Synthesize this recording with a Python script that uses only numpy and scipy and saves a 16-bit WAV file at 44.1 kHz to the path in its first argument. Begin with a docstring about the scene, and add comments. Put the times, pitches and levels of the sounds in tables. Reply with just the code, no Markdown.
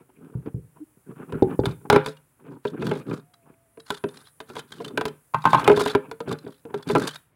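"""Soft rubbing and dull thumps, then booming knocks: someone at a bedroom desk fiddles with plastic
things right beside a small microphone. The knocks ring the housing that holds the microphone.
Sleeves and hands brush it, twisted plastic scrapes and ticks, a hollow object clacks on the desk.
Underneath lie low room noise, faint hiss and one thin passing tone. A limiter holds the hardest blows."""
import sys
import numpy as np
from scipy import signal
from scipy.fft import rfft, irfft
from scipy.io import wavfile
from scipy.ndimage import uniform_filter1d, minimum_filter1d

SR = 44100
rng = np.random.default_rng(int(sys.argv[2]) if len(sys.argv) > 2 else 0)


def output_pcm(signal):
    """Save a mono or channel-first signal as 16-bit PCM at the path in sys.argv[1].

    Samples are clipped to [-1, 1] before scaling.
    """
    pcm = np.clip(np.atleast_2d(signal).T, -1, 1) * 32767
    wavfile.write(sys.argv[1], SR, np.round(pcm).astype(np.int16))


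N = 324135
RING_SAMPLES = 16384


def from_db(db):
    return 10 ** (np.asarray(db) / 20)


def rms_one(x):
    return x / np.sqrt(np.mean(x ** 2) + 1e-20)


def peak_one(blows):
    """Scales each row so its loudest 2 ms match a unit sine."""
    power = uniform_filter1d(blows ** 2, 88, axis=1)
    return blows / np.sqrt(2 * power.max(axis=1, keepdims=True))


def drift(knots_per_s):
    """Slow random curve, rms 1."""
    knots = rng.standard_normal(N // 40)
    return rms_one(np.interp(np.arange(N) / SR * knots_per_s, np.arange(len(knots)), knots))


def colour(x, spectrum, size=2048):
    """Minimum-phase filter from (Hz, dB) rows, along the last axis."""
    hz, db = np.transpose(spectrum)
    grid_hz = np.maximum(np.arange(size // 2 + 1) * SR / size, 1)
    magnitude = from_db(np.interp(np.log(grid_hz), np.log(hz), db))
    cepstrum = irfft(np.log(magnitude))
    cepstrum[1:size // 2] *= 2
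    cepstrum[size // 2 + 1:] = 0
    pulse = irfft(np.exp(rfft(cepstrum)))
    filtered = signal.fftconvolve(np.atleast_2d(x), pulse[None], axes=1)
    return filtered[:, :x.shape[-1]].reshape(x.shape)


def resonate(x, hz, q):
    """One resonance, rms 1."""
    return rms_one(signal.lfilter(*signal.iirpeak(hz, q, fs=SR), x))


def swells(middles_s, lengths_s, levels_db):
    """Envelope of smooth rises and falls."""
    t, power = np.arange(N) / SR, np.zeros(N)
    for middle, length, db in zip(middles_s, lengths_s, levels_db):
        during = np.abs(t - middle) < length / 2
        power[during] += (from_db(db) * np.cos(np.pi * (t[during] - middle) / length)) ** 2
    return np.sqrt(power)


def slips(per_s, spread_db):
    """Friction as a stream of tiny slips of uneven size."""
    sizes = from_db(spread_db * np.minimum(rng.exponential(1, N), 4)) * rng.standard_normal(N)
    slipping = rng.random(N) < per_s * from_db(4 * drift(60)) / SR
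    return sizes * slipping


def scatter(strokes, per_s, spread_db):
    """Small contacts as (s, dB) rows, strongest where the hand moves fastest."""
    rows = []
    for middle, length, db, *_ in strokes:
        jitter, force = rng.random((64, 2)).T
        s = middle - length / 2 + (np.arange(64) + jitter) / per_s
        speed = np.maximum(np.cos(np.pi * (s - middle) / length), 1e-3)
        level_db = db + 20 * np.log10(speed) + spread_db * np.sqrt(3) * (2 * force - 1)
        during = s < min(middle + length / 2, N / SR)
        rows.extend(np.transpose([s, level_db])[during])
    return np.array(rows)


def strike(starts_s, levels_db, modes, crack, crack_db, crack_t60_s, contact_s, vary_db, detune=0.027):
    """Each blow rings the modes with its own strengths and adds a short noisy crack."""
    hz, db, t60 = np.transpose(modes)[:, :, None]
    t = np.arange(min(RING_SAMPLES, int(2 * max(t60.max(), crack_t60_s) * SR))) / SR
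    partials = np.sin(2 * np.pi * hz * t) * from_db(db - 60 * t / t60)
    rings = from_db(vary_db * rng.standard_normal((len(starts_s), len(modes)))) @ partials
    grips = 1 + detune * rng.standard_normal(len(starts_s))  # grip shifts the pitch
    rings = np.array([np.interp(t * grip, t, ring) for grip, ring in zip(grips, rings)])
    rings *= 1 - np.exp(-t / contact_s)  # soft contact builds slowly
    cracks = colour(rng.standard_normal(rings.shape) * from_db(-60 * t / crack_t60_s), crack)
    blows = peak_one(peak_one(rings) + from_db(crack_db) * peak_one(cracks))
    out = np.zeros(N + RING_SAMPLES)
    for s, gain, blow in zip(starts_s, from_db(levels_db), blows):
        start = max(round(s * SR), 0)
        out[start:start + len(t)] += gain * blow
    return out[:N]


# Steady noise spectra. Each row: frequency in Hz, density in dB.
ROOM_NOISE_SPECTRUM = [(25, -1), (70, 0.5), (135, 8), (190, -5.5), (270, -4.5), (700, -11), (1400, -12.5),
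                       (2400, -18), (4000, -29), (16000, -51)]
HISS_SPECTRUM = [(1000, -23), (4000, -22.5), (6500, -14.5), (8100, -7.5), (9000, -7), (10200, -1.5),
                 (11800, -8.5), (13000, -9), (15500, -7.5), (16500, -11)]
# Hiss contour. Each row: time in seconds, relative level in dB.
HISS_CONTOUR = [(0.0, -65.5), (1.14, -62), (1.6, -56), (2.48, -66), (3.01, -61.5), (3.25, -65),
                (3.81, -66.5), (4.09, -62), (5.4, -60), (5.55, -53), (5.71, -55), (6.04, -61.5),
                (6.79, -63), (7.06, -60.5), (7.19, -56.5), (7.35, -77)]


def background():
    """Low room noise and a thin hiss that swells and sinks."""
    rumble, hiss = rng.standard_normal((2, N))
    rumble = from_db(-66) * rms_one(colour(rumble, ROOM_NOISE_SPECTRUM))
    hiss_db = np.interp(np.arange(N) / SR, *np.transpose(HISS_CONTOUR)) - 5
    return rumble + from_db(hiss_db) * rms_one(colour(hiss, HISS_SPECTRUM))


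# Room decay. Each row: low edge in Hz, high edge in Hz, T60 in seconds, level in dB.
ROOM_BANDS = [(90, 270, 0.3, -2), (302, 510, 0.17, -8), (905, 2900, 0.28, -1.5), (3000, 40000, 0.14, -4)]


def bedroom(x, first_echo_s=0.012):
    """A diffuse tail starts with the nearest wall and dies band by band."""
    t = np.arange(RING_SAMPLES) / SR
    tail = 0
    for low_hz, high_hz, t60, db in ROOM_BANDS:
        band = signal.butter(2, [low_hz, min(high_hz, 0.45 * SR)], "band", fs=SR, output="sos")
        echoes = rng.standard_normal(len(t)) * (t > first_echo_s) * from_db(db - 60 * t / t60)
        tail = tail + signal.sosfilt(band, echoes)
    return signal.fftconvolve(x, tail / np.sqrt(np.sum(tail ** 2)))[:N]


def faint_tone(middle_s=3.45, length_s=0.8, level_db=-68):
    """A thin tone wavers and sinks, barely above the hiss."""
    middle_hz, sag_hz_per_s, waver_hz = 684, 100, 14
    hz = middle_hz - sag_hz_per_s * (np.arange(N) / SR - middle_s) + waver_hz * drift(25)
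    tone = rms_one(np.sin(2 * np.pi * np.cumsum(hz) / SR))
    return swells([middle_s], [length_s], [level_db]) * tone


# Swells of fine hiss. Each row: middle in seconds, length in seconds, level in dB.
FINE_HISS_SWELLS = [(4.081, 0.92, -63.5)]


def fine_hiss(hz=10010, q=4.7):
    """A fine, narrow hiss near 10 kHz swells and fades."""
    hiss = resonate(rng.standard_normal(N), hz, q)
    return swells(*np.transpose(FINE_HISS_SWELLS)) * resonate(hiss, hz, q)


# Brief judder. Each row: middle in seconds, length in seconds, pitch in Hz, level in dB.
JUDDER = [(.824, 0.041, 305.4, -35.5)]


def judder():
    """Regular slips give a short tone."""
    middle_s, length_s, hz, db = JUDDER[0]
    tone = rms_one(np.sin(2 * np.pi * hz * np.arange(N) / SR))
    return swells([middle_s], [length_s], [db]) * tone


# Contact noise of a wall. Each row: frequency in Hz, density in dB.
WALL_SPECTRUM = [(100, -5), (400, 0.5), (700, 3), (1000, 0.5), (1550, -0.5), (1900, -10), (2500, -6.5),
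                 (3300, -15.5), (6000, -57), (16000, -61)]


def brushing():
    """A wandering touch excites the wall modes unevenly: colour shifts, level stays even."""
    friction = colour(slips(per_s=5000, spread_db=2.6), WALL_SPECTRUM)
    brush = rms_one(friction)
    for hz, db, _ in WALL_MODES:
        brush += from_db(db - 14.5 + 16 * drift(35)) * resonate(friction, hz, q=5.3)
    return brush / np.sqrt(uniform_filter1d(brush ** 2, size=2600) + 1e-12)


# Hand and sleeve strokes. Each row: middle in seconds, length in seconds, rub in dB, brush in dB.
STROKES = [(0.0, 0.0793, -49, -61.5), (0.098, 0.019, -54, -58.5), (0.304, 0.36, -47, -61),
           (0.474, 0.05, -34, -47.5), (0.785, 0.081, -55, -56.5), (0.979, 0.028, -56, -83),
           (1.104, 0.089, -42, -55.5), (1.21, 0.12, -39.5, -48), (1.361, 0.18, -35, -46.5),
           (1.516, 0.094, -30.5, -41), (1.688, 0.11, -38.5, -42.5), (1.881, 0.16, -41.5, -48),
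           (2.501, .24, -44.5, -53.5), (2.874, 0.35, -29.5, -43), (3.128, 0.16, -30, -45),
           (3.491, 0.13, -53, -57), (4.143, 0.23, -54.5, -60), (4.566, 0.23, -47.5, -60),
           (4.928, 0.48, -37.5, -56.5), (5.716, 0.56, -33, -31.5), (6.063, 0.11, -44.5, -51.5),
           (6.308, 0.13, -34.5, -38.5), (6.468, 0.13, -45.5, -54), (6.747, 0.19, -42.5, -48.5),
           (6.973, 0.24, -26, -32.5)]
# Low friction noise. Each row: frequency in Hz, density in dB.
RUB_SPECTRUM = [(30, -50.5), (65, -19), (110, -5.5), (145, 9), (195, 1), (270, 5), (340, 0.5), (408, 2),
                (480, -5), (650, -25), (1000, -36), (3000, -59), (16000, -78.5)]


def rubbing():
    """Sleeves and hands drag over the housing: a low rub and a brighter brush."""
    middle_s, length_s, rub_db, brush_db = np.transpose(STROKES)
    rub = rms_one(colour(slips(per_s=400, spread_db=2.2), RUB_SPECTRUM))
    return swells(middle_s, length_s, rub_db) * rub + swells(middle_s, length_s, brush_db) * brushing()


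# Twists of plastic on plastic. Each row: middle in seconds, length in seconds, level in dB.
TWISTS = [(1.686, 0.095, -49.5), (2.081, 0.11, -48.5), (2.528, 0.054, -63), (2.671, 0.091, -54),
          (2.905, 0.26, -49.5), (3.134, 0.15, -54), (3.918, 0.14, -45.5), (4.208, 0.23, -60),
          (4.503, 0.089, -54), (4.578, 0.071, -44.5), (4.788, 0.26, -53.5), (5.617, 0.54, -45.5),
          (5.823, 0.27, -38.5), (6.31, 0.078, -51), (6.493, 0.31, -65), (6.791, 0.12, -61.5),
          (6.905, 0.077, -37.5), (7.049, 0.23, -41)]
# Plastic friction noise. Each row: frequency in Hz, density in dB.
GRIT_SPECTRUM = [(400, -10.5), (1500, 4), (2000, -7), (2800, -14.5), (3600, -7.5), (4700, -7), (5600, -12),
                 (9500, -13), (16000, -29)]


def scraping(squeak_hz=3540, squeak_q=3.1, squeak_db=-5.5):
    """Plastic scrapes in coarse slips, which also ring the parts in spurts."""
    flicker = from_db(7.5 * np.clip(drift(130), -2, 2))
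    grit = rms_one(flicker * colour(slips(per_s=9000, spread_db=4.7), GRIT_SPECTRUM))
    spurts = from_db(9.5 * drift(90))
    ringing = resonate(slips(per_s=6900, spread_db=1.5), squeak_hz, squeak_q)
    squeak = from_db(squeak_db) * resonate(spurts * ringing, squeak_hz, squeak_q)
    return swells(*np.transpose(TWISTS)) * (grit + squeak)


# Small parts snapping out of a catch. Each row: start in seconds, relative level in dB.
SNAPS = [(1.4242, -35.5), (1.5978, -39.5), (2.0837, -30.5), (2.169, -45.5), (3.3383, -44.5), (3.8008, -39),
         (3.9472, -32.5), (4.088, -38), (4.1716, -35.5), (4.2705, -41), (4.593, -29), (4.7217, -29),
         (4.8471, -26.5), (4.8806, -29.5), (5.0815, -31.5), (5.6433, -23), (5.7634, -23), (5.7945, -22.5),
         (5.838, -25), (5.8761, -23.5), (5.8979, -22), (6.2911, -35), (6.3264, -27.5), (6.3867, -40),
         (6.4766, -45), (6.8272, -35.5), (7.073, -19.5), (7.0888, -28), (7.1092, -33), (7.1577, -27.5)]
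# Modes of small parts and edges. Each row: frequency in Hz, level in dB, T60 in seconds.
PLASTIC_MODES = [(2520, -4, .022), (2970, -4, .024), (3560, 0, .026), (4000, -4, .016), (4600, -2, .016)]


def ticks():
    """Twisted parts catch and slip: short grainy squeaks, each with its own pitch."""
    twist_ticks = [(s, db + 10) for s, db in scatter(TWISTS, per_s=40, spread_db=4)]
    start_s, db = np.transpose(SNAPS + twist_ticks)
    catch = strike(start_s - 0.002, db - 9.5, PLASTIC_MODES, GRIT_SPECTRUM,
                   crack_db=0, crack_t60_s=0.025, contact_s=0.0022, vary_db=5, detune=0.09)
    slip = strike(start_s + 0.001, db - 4, PLASTIC_MODES[2:], GRIT_SPECTRUM,
                  crack_db=1.5, crack_t60_s=0.025, contact_s=0.0031, vary_db=1.5, detune=0.09)
    return catch + slip


# Contact noise of a hard edge. Each row: frequency in Hz, density in dB.
EDGE_SPECTRUM = [(300, -25), (1500, 9.5), (2700, -11.5), (3600, 5.5), (4700, -5.5), (5500, -8), (7400, -8),
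                 (8300, -12), (9300, -8), (12000, -16), (16000, -19)]


def click(starts_s, levels_db):
    """A hard plastic edge snaps, then lets go more weakly 2-9 ms later."""
    release_s = starts_s + 0.002 + 0.007 * rng.random(len(starts_s))
    snaps_s = np.concatenate([starts_s, release_s])
    snaps_db = np.concatenate([levels_db - 4.5, levels_db - 14])
    return strike(snaps_s, snaps_db, PLASTIC_MODES, EDGE_SPECTRUM,
                  crack_db=6, crack_t60_s=0.023, contact_s=0.00023, vary_db=-1.5, detune=0.05)


# Padded blows. Each row: start in seconds, thud in dB, bump in dB.
THUMPS = [(0.352, -16.5, -44), (0.544, -16, -48), (1.333, -20, -24.5), (1.4224, -10.5, -3),
          (1.592, -11, -4.5), (1.67, -13, -32.5)]
# Low and middle body modes. Each row: frequency in Hz, level in dB, T60 in seconds.
THUD_MODES = [(69, -12, 0.24), (111, 2.5, 0.084), (132, 1.5, 0.12), (157.4, -2.5, 0.17), (208, -16, 0.25),
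              (286, -12.5, 0.15)]
BUMP_MODES = [(330.2, 9.5, 0.018), (395.8, -9, 0.2), (458, -0.5, 0.032), (491, -16.5, 0.11),
              (842, -10, 0.06)]
# Dull contact noise. Each row: frequency in Hz, density in dB.
DULL_SPECTRUM = [(30, -25), (70, -16), (140, -12), (260, -2.5), (450, 5), (650, -28.5), (1000, -38.5),
                 (2000, -55.5), (16000, -84)]


def thumps():
    """Padded blows: a low thud and a short bump, no click."""
    start_s, thud_db, bump_db = np.transpose(THUMPS)
    thud = strike(start_s, thud_db, THUD_MODES, DULL_SPECTRUM,
                  crack_db=-20.5, crack_t60_s=0.25, contact_s=0.0015, vary_db=2.5)
    bump = strike(start_s, bump_db, BUMP_MODES, DULL_SPECTRUM,
                  crack_db=-1.5, crack_t60_s=0.0077, contact_s=0.0015, vary_db=3.5)
    return thud + bump


# Landings of a small hollow object. Each row: start in seconds, level in dB.
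CLACKS = [(5.338, -22.5), (5.3444, -9), (5.441, -20.5), (5.454, 1), (5.472, -13), (5.532, 0), (5.5461, -3),
          (5.582, -14.5)]
# Its shell modes. Each row: frequency in Hz, level in dB, T60 in seconds.
SHELL_MODES = [(859, -7, 0.07), (907.3, -6, 0.12), (985, 11, 0.021), (1048, -3, 0.073), (1238, -8, 0.059),
               (1550, -20, 0.19)]


def clacks():
    """A hollow object is set down and bounces; the desk answers faintly."""
    start_s, db = np.transpose(CLACKS)
    shell = strike(start_s, db, SHELL_MODES, WALL_SPECTRUM,
                   crack_db=-9, crack_t60_s=0.044, contact_s=0.0023, vary_db=0.5, detune=0.0018)
    desk = strike(start_s, db - 20, THUD_MODES[2:], DULL_SPECTRUM,
                  crack_db=-27.5, crack_t60_s=0.1, contact_s=0.01566, vary_db=4)
    return shell + desk + click(start_s, db - 18)


# Knocks on the housing. Each row: start in seconds, strength in dB, hardness in dB
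# (below 0 a fingertip, above 0 a plastic edge).
KNOCKS = [(0.461, -43, -11), (1.323, -32, -6.5), (1.636, -34, -15.5), (1.656, -20.5, 6), (1.9, 5, 3),
          (1.927, -7, -4.5), (1.9609, -11, -5.5), (2.061, -25, 4.5), (2.075, -34.5, -12), (2.652, -23, -9),
          (2.823, -26.5, -5), (2.868, -31.5, 9.5), (2.914, -23, -7.5), (3.112, -31.5, -11),
          (3.773, -45, -10.5), (3.904, -20, 4.5), (4.039, -25, -9.5), (4.403, -31.5, 3), (4.5, -37.5, -3),
          (4.554, -38.5, 4), (4.566, -29, 2), (4.803, -33.5, -7.5), (4.975, -18.5, 0.5), (5.011, -22.5, 1),
          (5.054, -21, 2.5), (5.08, -33, 1.5), (5.677, -6, -5), (5.697, -13.5, -12), (5.716, -21.5, -12),
          (5.774, -19.5, -7.5), (5.811, -20, -6.5), (5.86, -18.5, -2), (5.95, -13.5, -8), (6.113, -29.5, 0),
          (6.204, -27, -3.5), (6.276, -34.5, -12), (6.315, -27, -3), (6.465, -40.5, -14),
          (6.652, -41, -10.5), (6.742, -24.5, -6.5), (6.899, -20.5, -6), (6.951, -14, -7.5),
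          (6.957, -17, -10.5)]
# Modes of the housing and of its walls. Each row: frequency in Hz, level in dB, T60 in seconds.
HOUSING_MODES = [(145.5, -19, 0.25), (169, -19.5, 0.16), (233.3, -18.5, 0.16), (269.4, -6.5, 0.08),
                 (322, -16, 0.11), (413.5, -2, 0.15), (449, -14, 0.092), (520, -23, 0.28), (620, -15, .12)]
WALL_MODES = [(839.7, -4.5, 0.065), (980.4, 5.5, 0.042), (1188, -2, 0.0091), (1245, -19.5, 0.1),
              (1346, -11, 0.08), (1536, -5.5, 0.043), (1572, -15, 0.044), (2144, -24.5, 0.077),
              (2410, -14.5, 0.043)]


def knocks(nudge_db=-8.5, nudge_hardness_db=-9.5):
    """The housing booms, its walls rap, the contact clicks; hardness trades boom for click."""
    touches = scatter(STROKES, per_s=14, spread_db=2.5)
    nudges = [(s, db + nudge_db, nudge_hardness_db) for s, db in touches]
    start_s, strength_db, hardness_db = np.transpose(KNOCKS + nudges)
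    boom_db = strength_db - hardness_db
    rap_db = 5.5 + 1.102 * strength_db
    # Hard blows ring the free housing; in light ones the fingers stay on and shift its pitch.
    finger_detune = np.interp(boom_db, [-26, -15], [0.08, 0.005])
    boom = strike(start_s, boom_db, HOUSING_MODES, DULL_SPECTRUM,
                  crack_db=-7, crack_t60_s=0.1, contact_s=0.0016, vary_db=2.5, detune=finger_detune)
    rap = strike(start_s, rap_db, WALL_MODES, WALL_SPECTRUM,
                 crack_db=2, crack_t60_s=0.036, contact_s=0.00071, vary_db=5.5, detune=0.0063)
    return boom + rap + click(start_s, strength_db + hardness_db)


def scene():
    """Close handling reaches the microphone directly; clacks and thumps carry more room."""
    near = knocks() + ticks() + rubbing() + judder() + scraping() + fine_hiss()
    hollow, dull = clacks(), thumps()
    room = bedroom(from_db(-21) * near + from_db(-18) * hollow + from_db(-12) * dull)
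    return (near + hollow + dull + room + faint_tone() + background())[None]


def record(dry):
    """The small microphone loses deep bass, a fast limiter holds the peaks, then the top is cut."""
    low_hz, high_hz = 60, 16000
    ceiling, release_db_per_s = 0.8, 450
    heard = signal.sosfilt(signal.butter(3, low_hz, "high", fs=SR, output="sos"), dry)
    over_db = 20 * np.log10(np.maximum(np.abs(heard[0]) / ceiling, 1))
    release_db = release_db_per_s * np.arange(N) / SR
    gain = from_db(release_db - np.maximum.accumulate(over_db + release_db))
    gain = uniform_filter1d(minimum_filter1d(gain, size=45), size=45)  # 1 ms look-ahead
    return signal.sosfilt(signal.cheby1(12, 0.3, high_hz, fs=SR, output="sos"), heard * gain)


dry = scene()
out = record(dry)
output_pcm(out)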